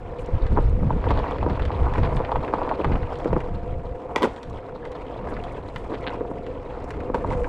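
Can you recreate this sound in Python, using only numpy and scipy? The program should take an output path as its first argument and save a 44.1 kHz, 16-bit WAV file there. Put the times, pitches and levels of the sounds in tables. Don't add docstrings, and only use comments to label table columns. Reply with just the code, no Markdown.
import sys
import numpy as np
from scipy import signal
from scipy.fft import rfft, irfft, next_fast_len
from scipy.io import wavfile

SR = 44100
rng = np.random.default_rng(int(sys.argv[2]) if len(sys.argv) > 2 else 0)


def generate_wav(sig):
    pcm = np.round(np.clip(np.atleast_2d(sig).T, -1, 1) * 32767).astype(np.int16)
    wavfile.write(sys.argv[1], SR, pcm)


N = 329868


def from_db(db):
    return 10 ** (np.asarray(db) / 20)


def rms_one(x):
    return x / np.sqrt(np.mean(x ** 2) + 1e-20)


def in_time(rows):
    t_s, *columns = np.transpose(rows)
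    return [np.interp(np.arange(N) / SR, t_s, column) for column in columns]


def drift(rate_hz):
    step = 40
    r = np.exp(-2 * np.pi * rate_hz * step / SR)
    noise = rng.standard_normal(N // step + 2002)
    slow = signal.lfilter([1], [1, -2 * r, r * r], noise)[2000:]
    return np.interp(np.arange(N) / step, np.arange(len(slow)), rms_one(slow))


def colour(x, spectrum):
    size = next_fast_len(N)
    hz = np.maximum(np.arange(size // 2 + 1) * SR / size, 1)
    points_hz, points_db = np.transpose(spectrum)
    ends = np.minimum(hz / points_hz[0], 1) ** 2 * np.minimum(points_hz[-1] / hz, 1) ** 2
    gain = from_db(np.interp(np.log(hz), np.log(points_hz), points_db))
    return irfft(rfft(x, size) * ends * gain, size)[:N]


def band(x, low_hz, high_hz, order=2):
    edges_hz = [low_hz, min(high_hz, SR / 2 - 1)]
    sos = signal.butter(order, edges_hz, "band", fs=SR, output="sos")
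    return signal.sosfilt(sos, x + 1e-18)


def resonate(x, modes):
    out = 0
    for k, (hz, width_hz, db) in enumerate(modes):
        r = np.exp(-np.pi * width_hz / SR)
        poles = [1, -2 * r * np.cos(2 * np.pi * hz / SR), r * r]
        gain = (-1) ** k * from_db(db) * (1 - r * r) / 2
        out = out + gain * signal.lfilter([1, 0, -1], poles, x)
    return out


def grains(per_s, spread_db, smooth_db):
    sizes_db = spread_db * np.minimum(rng.exponential(1, N), 3.3)
    sizes = from_db(sizes_db) * rng.choice([-1, 1], N)
    born = rng.random(N) < per_s / SR
    return rms_one(rms_one(sizes * born) + from_db(smooth_db) * rng.standard_normal(N))


def crackle(spectrum, count, per_s, spread_db, smooth_db, flicker_db):
    points_hz, points_db = np.transpose(spectrum)
    out = 0
    for hz in np.geomspace(points_hz[0], points_hz[-1], count):
        level_db = np.interp(np.log(hz), np.log(points_hz), points_db)
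        gain = from_db(level_db + flicker_db * drift(48))
        out = out + gain * band(grains(per_s, spread_db, smooth_db), hz / 1.142, hz * 1.063)
    return rms_one(out)


def click_train(times_s, levels_db):
    clicks = np.zeros(N)
    clicks[np.round(times_s * SR).astype(int)] = from_db(levels_db)
    return clicks


def strike(times_s, levels_db, low_hz, high_hz, modes, chatter_db, chatter_s):
    def body(push):
        ring = sum(resonate(push, [mode]) for mode in modes)
        return band(push + ring, low_hz, high_hz)
    clicks = click_train(times_s, levels_db)
    r = np.exp(-2 / (chatter_s * SR))
    power = signal.lfilter([(1 - r) ** 2], [1, -2 * r, r * r], clicks ** 2 + 1e-24)
    chatter = from_db(chatter_db) * np.sqrt(np.abs(power)) * rng.standard_normal(N)
    return body(clicks + chatter) / np.abs(body(signal.unit_impulse(SR // 20))).max()


REBOUND_S, REBOUND_LOSS_DB = 0.0068, 4


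def rebounds(rows, count=5):
    out = []
    unevenness = rng.uniform(-.25, .25, (len(rows), count))
    for (t_s, *levels_db, length_s), uneven in zip(rows, unevenness):
        for k in range(count):
            if k * REBOUND_S <= length_s:
                again_s = t_s + REBOUND_S * (k + uneven[k] * (k > 0))
                out.append([again_s, *(np.array(levels_db) - REBOUND_LOSS_DB * k)])
    return np.array(out)


def grazes(rows, ahead_s, softer_db):
    t_s, *levels_db, _ = np.transpose(rows)
    early_s = t_s - ahead_s * rng.uniform(.7, 1.3, len(t_s))
    return np.column_stack([early_s, np.transpose(levels_db) + softer_db])


DEBRIS_SPREAD_DB = 3.8


def debris(per_s, levels_db, count=200):
    at = (np.cumsum(rng.exponential(1, count)) / per_s * SR).astype(int)
    chance_db = DEBRIS_SPREAD_DB * rng.standard_normal((count, len(levels_db)))
    inside = at < N
    at, chance_db = at[inside], chance_db[inside]
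    ground_db = np.transpose([db[at] for db in levels_db])
    return np.column_stack([at / SR, ground_db + chance_db])


def forest(x, t60_s=0.3, echo_db=-10.0):
    t_s = np.arange(SR) / SR
    tail = rng.standard_normal(SR) * from_db(-60 * t_s / t60_s) * (1 - np.exp(-t_s / 0.0015))
    scattered = signal.fftconvolve(x, tail / np.linalg.norm(tail))[:N]
    return from_db(echo_db) * band(scattered, 1300, 8600, order=1)


GUST_ATTACK_S, GUST_RELEASE_S = 0.011, 0.041
GUST_ROUNDING = 0.19


def gust_shape(start_s, length_s):
    end_s, round_s = start_s + length_s, GUST_ROUNDING * length_s
    rise_s = [start_s - GUST_ATTACK_S - round_s, start_s + round_s]
    fall_s = [end_s - round_s, end_s + GUST_RELEASE_S + round_s]
    return np.interp(np.arange(N) / SR, rise_s + fall_s, [0, 1, 1, 0])


# t/s, buffeting level/dB
AIR_FLOW = [(0.0, -36.5), (0.21, -41.5), (0.4, -43.5), (0.58, -18.5), (1.04, -26.5), (1.26, -35),
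            (2.07, -25), (2.3, -36), (2.72, -37), (3.67, -32.5), (4.01, -49.5), (4.79, -43), (5.31, -38),
            (6.72, -38), (7.45, -30)]
# start t/s, length/s, buffeting level/dB, eddies level/dB
WIND_GUSTS = [(0.083, 0.034, -32.5, -51), (0.2, 0.025, -26, -38), (0.286, 0.043, -26, -36),
              (0.341, 0.006, -16, -33), (0.424, 0.019, -16.5, -35), (0.504, 0.03, -16, -23),
              (0.58, 0.43, -22.5, -35), (0.8, 0.17, -20.5, -24), (1.045, 0.16, -20, -31.5),
              (1.4, 0.16, -22, -31), (1.6, 0.1, -23, -35), (1.796, 0.066, -20, -30.5),
              (1.98, 0.075, -20.5, -23), (2.1, 0.1, -22, -33.5), (2.35, 0.054, -23.5, -32.5),
              (2.854, 0.11, -21.5, -26), (3.025, 0.018, -22.5, -47), (3.288, 0.089, -23.5, -29),
              (3.503, 0.063, -27, -34), (3.676, 0.12, -27.5, -49), (3.85, 0.088, -30.5, -50),
              (4.05, 0.28, -38, -52), (4.457, 0.12, -34.5, -43), (5.183, 0.26, -33.5, -39),
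              (6.915, 0.063, -31.5, -50), (7.243, 0.15, -25, -32.5)]
# f/Hz, level/dB per Hz
BUFFET_SPECTRUM = [(18, 3.5), (30, 0.5), (45, 0), (70, -0.5), (100, -3.5), (150, -10), (230, -37.5),
                   (400, -27), (900, -38)]
EDDIES_DB, EDDIES_FOLLOW = -44.5, 0.46


def wind(flow_trim_db=1.0, lump_db=0.0):
    flow_db, = in_time(AIR_FLOW)
    push = from_db(flow_db + flow_trim_db)
    flutter = from_db(EDDIES_DB + EDDIES_FOLLOW * (flow_db - flow_db.mean()))
    for start_s, length_s, buffet_db, eddy_db in WIND_GUSTS:
        shape = gust_shape(start_s, length_s)
        push = np.maximum(push, from_db(buffet_db) * shape)
        flutter = np.maximum(flutter, from_db(eddy_db) * shape)
    buffet = rms_one(colour(rng.standard_normal(N), BUFFET_SPECTRUM))
    eddies = rms_one(band(grains(160, 1.1, -15.5), 89.6, 221.5))
    lumps = from_db(lump_db * drift(29))
    return buffet * push * lumps + eddies * flutter


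# start t/s, length/s, level/dB
LEAF_BRUSHES = [(0.197, 0.047, -62), (0.53, 0.015, -64), (0.625, 0.01, -65), (0.696, 0.008, -64),
                (2.14, 0.012, -62), (2.163, 0.02, -56), (4.236, 0.035, -49), (5.292, 0.035, -63),
                (5.437, 0.03, -64), (5.522, 0.02, -61), (5.78, 0.043, -66), (6.305, 0.033, -70),
                (6.89, 0.015, -63), (7.16, 0.04, -67)]
# f/Hz, level/dB per Hz
CRINKLE_SPECTRUM = [(5000, 0), (8000, 3.5), (10000, 0), (11200, -16), (13000, -9), (15000, -21)]


def brushes(attack_s=0.0067):
    t_s, level = np.arange(N) / SR, 0
    for start_s, length_s, db in LEAF_BRUSHES:
        corners_s = [start_s - attack_s, start_s, start_s + length_s]
        level = level + from_db(db) * np.interp(t_s, corners_s, [0, 1, 0])
    return level * rms_one(colour(grains(1300, 5.4, -5), CRINKLE_SPECTRUM))


# t/s, hum level/dB
WHEEL_HUM = [(0, -63), (0.14, -30), (0.35, -41.5), (0.45, -36.5), (0.8, -42), (1.2, -38), (2.0, -36.5),
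             (2.7, -37.5), (3.3, -38.5), (3.85, -37), (4.1, -39.5), (4.45, -44), (4.88, -38.5), (5.0, -45),
             (5.15, -34), (5.7, -52), (6.2, -35.5), (6.38, -51), (6.5, -36), (6.72, -45), (7.0, -43),
             (7.35, -32.5)]


def wheel_hum(hum_hz=498.6, tone_trim_db=-3.0, haze_trim_db=-3.0, wander=0.018, jitter=0.01394,
              flutter_db=1.5):
    hum_db, = in_time(WHEEL_HUM)
    pitch_hz = hum_hz * (1 + wander * drift(5.95) + jitter * drift(25.0))
    phase = 2 * np.pi * np.cumsum(pitch_hz) / SR
    tone = np.sin(phase) * from_db(flutter_db * drift(14))
    haze = drift(22) * np.sin(phase) + drift(22) * np.cos(phase)
    return from_db(hum_db) * (from_db(tone_trim_db) * tone + from_db(haze_trim_db) * haze)


# t/s, whine level/dB
MOTOR_WHINE = [(0, -44.5), (1.2, -59), (2.3, -64), (3.2, -44), (3.7, -38), (3.87, -45), (4.1, -41),
               (4.65, -46), (4.85, -51), (5.15, -54), (5.45, -36), (5.72, -59), (6.0, -39), (6.22, -36),
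               (6.45, -41), (6.6, -66), (7.0, -40), (7.48, -53)]


def motor(whine_hz=697.0, upper_hz=733.0, upper_db=-6.0, wander=0.00787, flutter_db=3.0, trim_db=-3.5):
    whine_db, = in_time(MOTOR_WHINE)
    warped_s = np.cumsum(1 + wander * drift(8.7)) / SR
    lower = np.sin(2 * np.pi * whine_hz * warped_s) * from_db(flutter_db * drift(31))
    upper = np.sin(2 * np.pi * upper_hz * warped_s) * from_db(upper_db + flutter_db * drift(10.0))
    return from_db(whine_db + trim_db) * (lower + upper)


# t/s, deep ring level/dB, bright ring level/dB
FRAME_PINGS = [(4.1604, -13, -9.5), (4.2222, -19.5, -25), (4.2303, -13, -23), (4.4304, -50, -37),
               (5.76, -28, -40)]
# f/Hz, width/Hz, level/dB
FRAME_RING = [(1020, 43, 0), (1934, 96, 5), (2390, 180, 1), (2820, 100, -4), (3400, 140, -2.5),
              (4640, 220, -14), (6100, 440, -15.5), (7360, 270, -20)]


def pings():
    t_s, deep_db, bright_db = np.transpose(FRAME_PINGS)
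    out = 0
    for levels_db, modes in ((deep_db, FRAME_RING[:1]), (bright_db, FRAME_RING[1:])):
        peak = np.abs(resonate(signal.unit_impulse(SR // 20), modes)).max()
        out = out + resonate(click_train(t_s, levels_db) + 1e-18, modes) / peak
    return out


# t/s, level/dB
STICK_BREAKS = [(6.0675, -17), (6.0739, -13), (6.0803, -18), (6.0842, -22), (6.094, -24)]
# f/Hz, width/Hz, level/dB re direct push
STICK_RING = [(900, 150, 5), (1550, 200, 8), (2670, 300, -5), (4150, 520, -5.5)]


def stick():
    t_s, db = np.transpose(STICK_BREAKS)
    cracks = strike(t_s, db, 700, 4040, STICK_RING, chatter_db=-7, chatter_s=0.002)
    return band(cracks, 450, 4100, order=8)


# t/s, snap level/dB, crack level/dB before trim, edge level/dB, splintering/s
TWIG_SNAPS = [(0.186, -49, -43, -52, 0), (0.261, -55, -58, -42.5, 0), (0.4665, -30.5, -36, -47, 0),
              (0.9264, -32.5, -57, -68, 0), (1.0407, -28, -40, -64, 0), (1.0885, -33, -36, -50, .009),
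              (1.1065, -24.5, -28.5, -40, .009), (1.1745, -31, -31.5, -48, 0), (1.19, -34, -40, -51, .009),
              (1.3103, -32, -46, -41, 0), (1.384, -29.5, -38, -54, 0), (1.4285, -40, -37, -57, 0),
              (1.4986, -28, -35.5, -47, 0), (1.5311, -39, -40, -56, 0), (1.5954, -25.5, -46, -47, 0),
              (1.6209, -34, -31.5, -50, .009), (1.6528, -28.5, -30.5, -39.5, 0), (1.7171, -29, -36, -63, 0),
              (1.9372, -26.5, -37, -44, 0), (1.957, -24, -43, -57, 0), (1.9815, -22, -44, -43, 0),
              (2.0334, -26, -30.5, -62, 0), (2.049, -26, -32, -60, .009), (2.1676, -26.5, -30, -53, 0),
              (2.2489, -24, -32, -55, 0), (2.3179, -46, -31, -61, 0), (2.3604, -28, -42, -51, 0),
              (2.4794, -26, -50, -60, 0), (2.537, -22.5, -36, -43, 0), (2.633, -35, -36, -54, 0),
              (2.6919, -25.5, -34, -48, 0), (2.8452, -18.5, -35, -41, 0), (2.92, -25.5, -40, -55, .014),
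              (2.9554, -26, -48, -52, 0), (3.0307, -28.5, -49, -62, 0), (3.1559, -46, -36, -48, 0),
              (3.188, -49, -50, -42.5, 0), (3.2455, -31.5, -47, -43, 0), (3.3303, -27.5, -52, -45, 0),
              (3.4042, -28, -51, -43, 0), (4.1607, -26, -28, -28, 0), (4.1774, -24.5, -37, -35, .009),
              (4.2232, -28, -22, -35, 0), (4.2304, -24, -23, -33, 0), (4.2355, -18.5, -27, -46, 0),
              (4.2428, -19.5, -37, -30, .014), (4.3624, -39, -38, -48, 0), (4.4306, -42, -34, -39, 0),
              (4.499, -58, -48, -43.5, 0), (4.8525, -32.5, -42, -47, 0), (4.9182, -49, -42, -42.5, 0),
              (5.3665, -28, -52, -53, 0), (5.4386, -37, -33.5, -45, 0), (5.761, -23, -31, -43, 0),
              (5.938, -32, -42, -62, 0), (5.9445, -31, -35.5, -49, .009), (6.4654, -32.5, -40, -49, 0),
              (6.8425, -44, -53, -41.5, 0), (6.906, -26, -40, -36.5, 0), (6.938, -36, -54, -63, 0),
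              (7.004, -31, -58, -48, 0), (7.145, -23, -34.5, -38, .009), (7.3249, -30, -49, -43, .014),
              (7.4436, -25, -45, -54, 0)]
# f/Hz, width/Hz, level/dB re direct push
SNAP_RING = [(1520, 170, -11), (2010, 110, -13), (2460, 360, -9.5), (2700, 400, 0.5)]
CRACK_RING = [(3000, 360, 4), (3420, 280, 2.3), (4650, 540, 2.7)]
EDGE_RING = [(5600, 460, -0.5), (7300, 550, -12), (13200, 630, -13)]
TWIGS_PER_S = 18
TWIG_SNAP_DB, TWIG_CRACK_DB, TWIG_EDGE_DB = 3, -7, -21


def snaps(crack_trim_db=-1.0):
    _, _, grit_db = in_time(TRAIL_GROUND)
    twigs = debris(TWIGS_PER_S, [grit_db + TWIG_SNAP_DB, grit_db + TWIG_CRACK_DB, grit_db + TWIG_EDGE_DB])
    t_s, snap_db, crack_db, edge_db = np.vstack([rebounds(TWIG_SNAPS), twigs]).T
    snap = strike(t_s, snap_db, 1100, 1980, SNAP_RING, chatter_db=2.0, chatter_s=0.0037)
    crack = strike(t_s, crack_db + crack_trim_db, 2970, 4150, CRACK_RING, chatter_db=-4, chatter_s=0.0049)
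    edge = strike(t_s, edge_db, 4000, 8040, EDGE_RING, chatter_db=-1.0, chatter_s=0.004)
    return band(snap + crack, 690, 5160, order=6) + edge


# t/s, thud level/dB, clack level/dB, judder/s
BOARD_KNOCKS = [(0.573, -11, -8, .016), (0.587, -10.5, -30, 0), (0.8315, -18.5, -22.5, 0),
                (0.9051, -22, -12.5, 0), (1.0407, -32, -19, 0), (1.068, -19.5, -17, .009),
                (1.106, -14, -11.5, .016), (1.1753, -22, -18.5, 0), (1.2418, -29, -16, 0),
                (1.262, -31, -20.5, .009), (1.3103, -31, -17, .014), (1.384, -28, -30, 0),
                (1.4283, -25, -14, 0), (1.4635, -12, -15.5, 0), (1.4986, -23.5, -25, 0),
                (1.596, -33, -26, 0), (1.7039, -24, -17.5, 0), (1.8678, -25, -16, .014),
                (1.9372, -25, -27, 0), (1.9556, -30, -19, 0), (1.9815, -15.5, -22, 0),
                (2.2015, -17.5, -17.5, .009), (2.2925, -31, -18, 0), (2.3179, -24, -12.5, .009),
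                (2.3573, -30, -10, 0), (2.537, -14, -7, 0), (2.584, -25, -19, .009),
                (2.6166, -31, -13, .009), (2.634, -19, -28, 0), (2.676, -19, -17, .014),
                (2.713, -31, -10.5, .009), (2.8015, -12, -19, 0), (2.8449, -17.5, -12.5, .009),
                (3.257, -9.5, -31, .009), (3.3295, -9, -16, 0), (3.3645, -10, -13.5, 0),
                (4.111, -29, -22, 0), (4.1615, -22, -11, 0), (4.164, -12.5, -22, 0), (4.1815, -23, -15, 0),
                (4.2185, -14, -21, .016), (4.2375, -7.5, -19, .009), (4.2455, -17, -18, 0),
                (4.254, -17, -14, 0), (4.2718, -15.5, -35, 0), (5.3229, -23, -22, .02),
                (5.903, -21.5, -38, 0), (5.919, -19, -23.5, .009), (5.939, -21, -25, 0),
                (6.0738, -21, -22.5, .009), (6.2085, -16.5, -26, .009), (6.3133, -20.5, -25.5, 0),
                (7.0998, -16.5, -23, 0), (7.144, -13, -13, .014), (7.246, -23, -14.5, 0),
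                (7.3113, -30, -18.5, .014)]
# f/Hz, width/Hz, level/dB re direct push
THUD_RING = [(287, 130, 8), (453, 150, 10.5)]
CLACK_RING = [(635, 170, -2), (930, 160, 8), (1160, 210, -2.5), (1130, 170, -2)]
KNOCK_GRAZE_S, KNOCK_GRAZE_DB = 0.0078, -13
STONES_PER_S = 6
STONE_THUD_DB, STONE_CLACK_DB = 8, 5.5


def knocks():
    rumble_db, crunch_db, _ = in_time(TRAIL_GROUND)
    stones = debris(STONES_PER_S, [rumble_db + STONE_THUD_DB, crunch_db + STONE_CLACK_DB])
    first_touches = grazes(BOARD_KNOCKS, KNOCK_GRAZE_S, KNOCK_GRAZE_DB)
    t_s, thud_db, clack_db = np.vstack([first_touches, rebounds(BOARD_KNOCKS), stones]).T
    thud = strike(t_s, thud_db, 160, 598, THUD_RING, chatter_db=-3.5, chatter_s=0.0057)
    clack = strike(t_s, clack_db, 523, 997, CLACK_RING, chatter_db=-6.0, chatter_s=0.0034)
    return band(thud + clack, 88, 2400, order=3)


# f/Hz, level/dB per Hz
SCUFF_SPECTRUM = [(700, 2.5), (1200, 4.5), (1550, -5), (2400, -5.5), (3500, -22.5)]
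GRAVEL_PER_S, GRAVEL_SPREAD_DB = 380, 3.8
GRAVEL_DB = -12.5


def gravel():
    _, crunch_db, _ = in_time(TRAIL_GROUND)
    contacts = grains(GRAVEL_PER_S, GRAVEL_SPREAD_DB, -9)
    return from_db(crunch_db + GRAVEL_DB) * rms_one(colour(contacts, SCUFF_SPECTRUM))


# t/s, rumble level/dB, crunch level/dB, fine grit level/dB
TRAIL_GROUND = [(0.0, -45, -42, -54), (0.46, -40, -40, -48), (0.89, -45, -43.5, -54),
                (1.06, -34, -36, -45.5), (1.26, -36, -29.5, -41), (1.4, -35, -36.5, -45.5),
                (2.1, -38, -30, -48.5), (2.51, -36.5, -34.5, -48.5), (2.78, -33, -34, -45.5),
                (2.99, -39.5, -34, -48.5), (3.94, -43, -45.5, -55.5), (4.19, -40.5, -34.5, -66),
                (4.33, -43, -42.5, -54), (4.65, -44.5, -43.5, -55), (5.31, -39, -36.5, -49),
                (5.75, -41.5, -43.5, -53), (6.12, -39, -36, -47.5), (6.35, -37.5, -45.5, -55),
                (6.7, -41, -39.5, -50.5), (7.22, -33, -37, -55), (7.33, -39, -37.5, -46.5),
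                (7.45, -37.5, -34, -65)]
# t/s, clod spread/dB
CLOD_UNEVENNESS = [(0.3, 1.0), (1.0, 2), (3.0, 2.5), (3.7, 2.8), (6.8, 1.9), (7.3, 2.9)]
# t/s, rustle level/dB
LEAF_LITTER = [(0.0, -75.5), (3.03, -73), (4.11, -77), (4.34, -70), (4.62, -78.5), (5.93, -71),
               (6.39, -76.5), (7.16, -74.5), (7.33, -66), (7.45, -64.5)]
# f/Hz, width/Hz, level/dB
RUMBLE_RING = [(274.3, 82, -7), (407, 157, -2.5), (475.4, 128.5, -1)]
CRUNCH_RING = [(677, 150, 3.5), (948, 146, 2.5), (1000, 210, -13.5), (1290, 84, -14.5)]
# f/Hz, level/dB per Hz
FINE_GRIT_SPECTRUM = [(1400, 9.5), (1700, 7), (2100, 5), (2800, 0.5), (4000, -6.5), (4900, -13),
                      (6200, -28)]
LITTER_SPECTRUM = [(3500, 1.5), (5500, -0.5), (7500, 2), (9500, -3.5), (11000, -22.5), (13000, -21),
                   (15000, -28.5)]


def tyre(rumble_trim_db=2.5, crunch_trim_db=-2.5, grit_trim_db=-2.0, leaf_trim_db=1.0, grit_clump=0.71):
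    rumble_db, crunch_db, grit_db = in_time(TRAIL_GROUND)
    leaf_db, = in_time(LEAF_LITTER)
    spread_db, = in_time(CLOD_UNEVENNESS)
    clods_db = spread_db * drift(21)
    crumbs_db = clods_db + grit_clump * spread_db * drift(71)
    rumble = rms_one(band(resonate(grains(700, 1.3, -8.0), RUMBLE_RING), 167, 810))
    crunch_rings = sum(resonate(grains(220, 4.7, -4), [mode]) for mode in CRUNCH_RING)
    crunch = rms_one(band(crunch_rings, 536, 1320, order=3))
    grit = crackle(FINE_GRIT_SPECTRUM, count=8, per_s=500, spread_db=6.0, smooth_db=3.5, flicker_db=5.0)
    leaves = rms_one(colour(grains(1400, 6.8, 1.8), LITTER_SPECTRUM))
    out = rumble * from_db(rumble_db + rumble_trim_db + 0.44 * clods_db)
    out += crunch * from_db(crunch_db + crunch_trim_db + clods_db)
    out += grit * from_db(grit_db + grit_trim_db + crumbs_db)
    return out + leaves * from_db(leaf_db + leaf_trim_db + 0.9 * crumbs_db)


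# f/Hz, level/dB re scattered mid
BASE_WIDTH = [(500, -74), (2000, -65.5), (4000, -36), (8000, -20), (13000, -11)]
# t/s, level/dB (0 = fully open)
STEREO_OPENING = [(6.5, -80), (6.65, -23), (6.95, -16), (7.2, -10.5), (7.33, -4.5), (7.48, -8)]
# f/Hz, level/dB re scattered mid
OPENED_WIDTH = [(400, -41), (1000, -20.5), (2000, -7.5), (4000, -0.5), (8000, -4), (13000, -7)]
WIND_SIDE_DB = -9.5


def scene():
    hits = knocks() + snaps() + pings()
    mid = wind() + tyre() + gravel() + motor() + wheel_hum() + brushes() + stick() + hits + forest(hits)
    scattered = mid * drift(400)
    opening_db, = in_time(STEREO_OPENING)
    base = colour(scattered, BASE_WIDTH)
    opened = colour(scattered, OPENED_WIDTH) + from_db(WIND_SIDE_DB) * wind()
    side = base + from_db(opening_db) * opened
    return np.array([mid + side, mid - side])


STOPBAND_HZ, STOPBAND_LOSS_DB = 16000, 70


def record(dry):
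    rounded = .9 * np.tanh(dry / .9)
    sos = signal.cheby2(12, STOPBAND_LOSS_DB, STOPBAND_HZ, fs=SR, output="sos")
    return signal.sosfilt(sos, rounded)


dry = scene()
out = record(dry)
generate_wav(out)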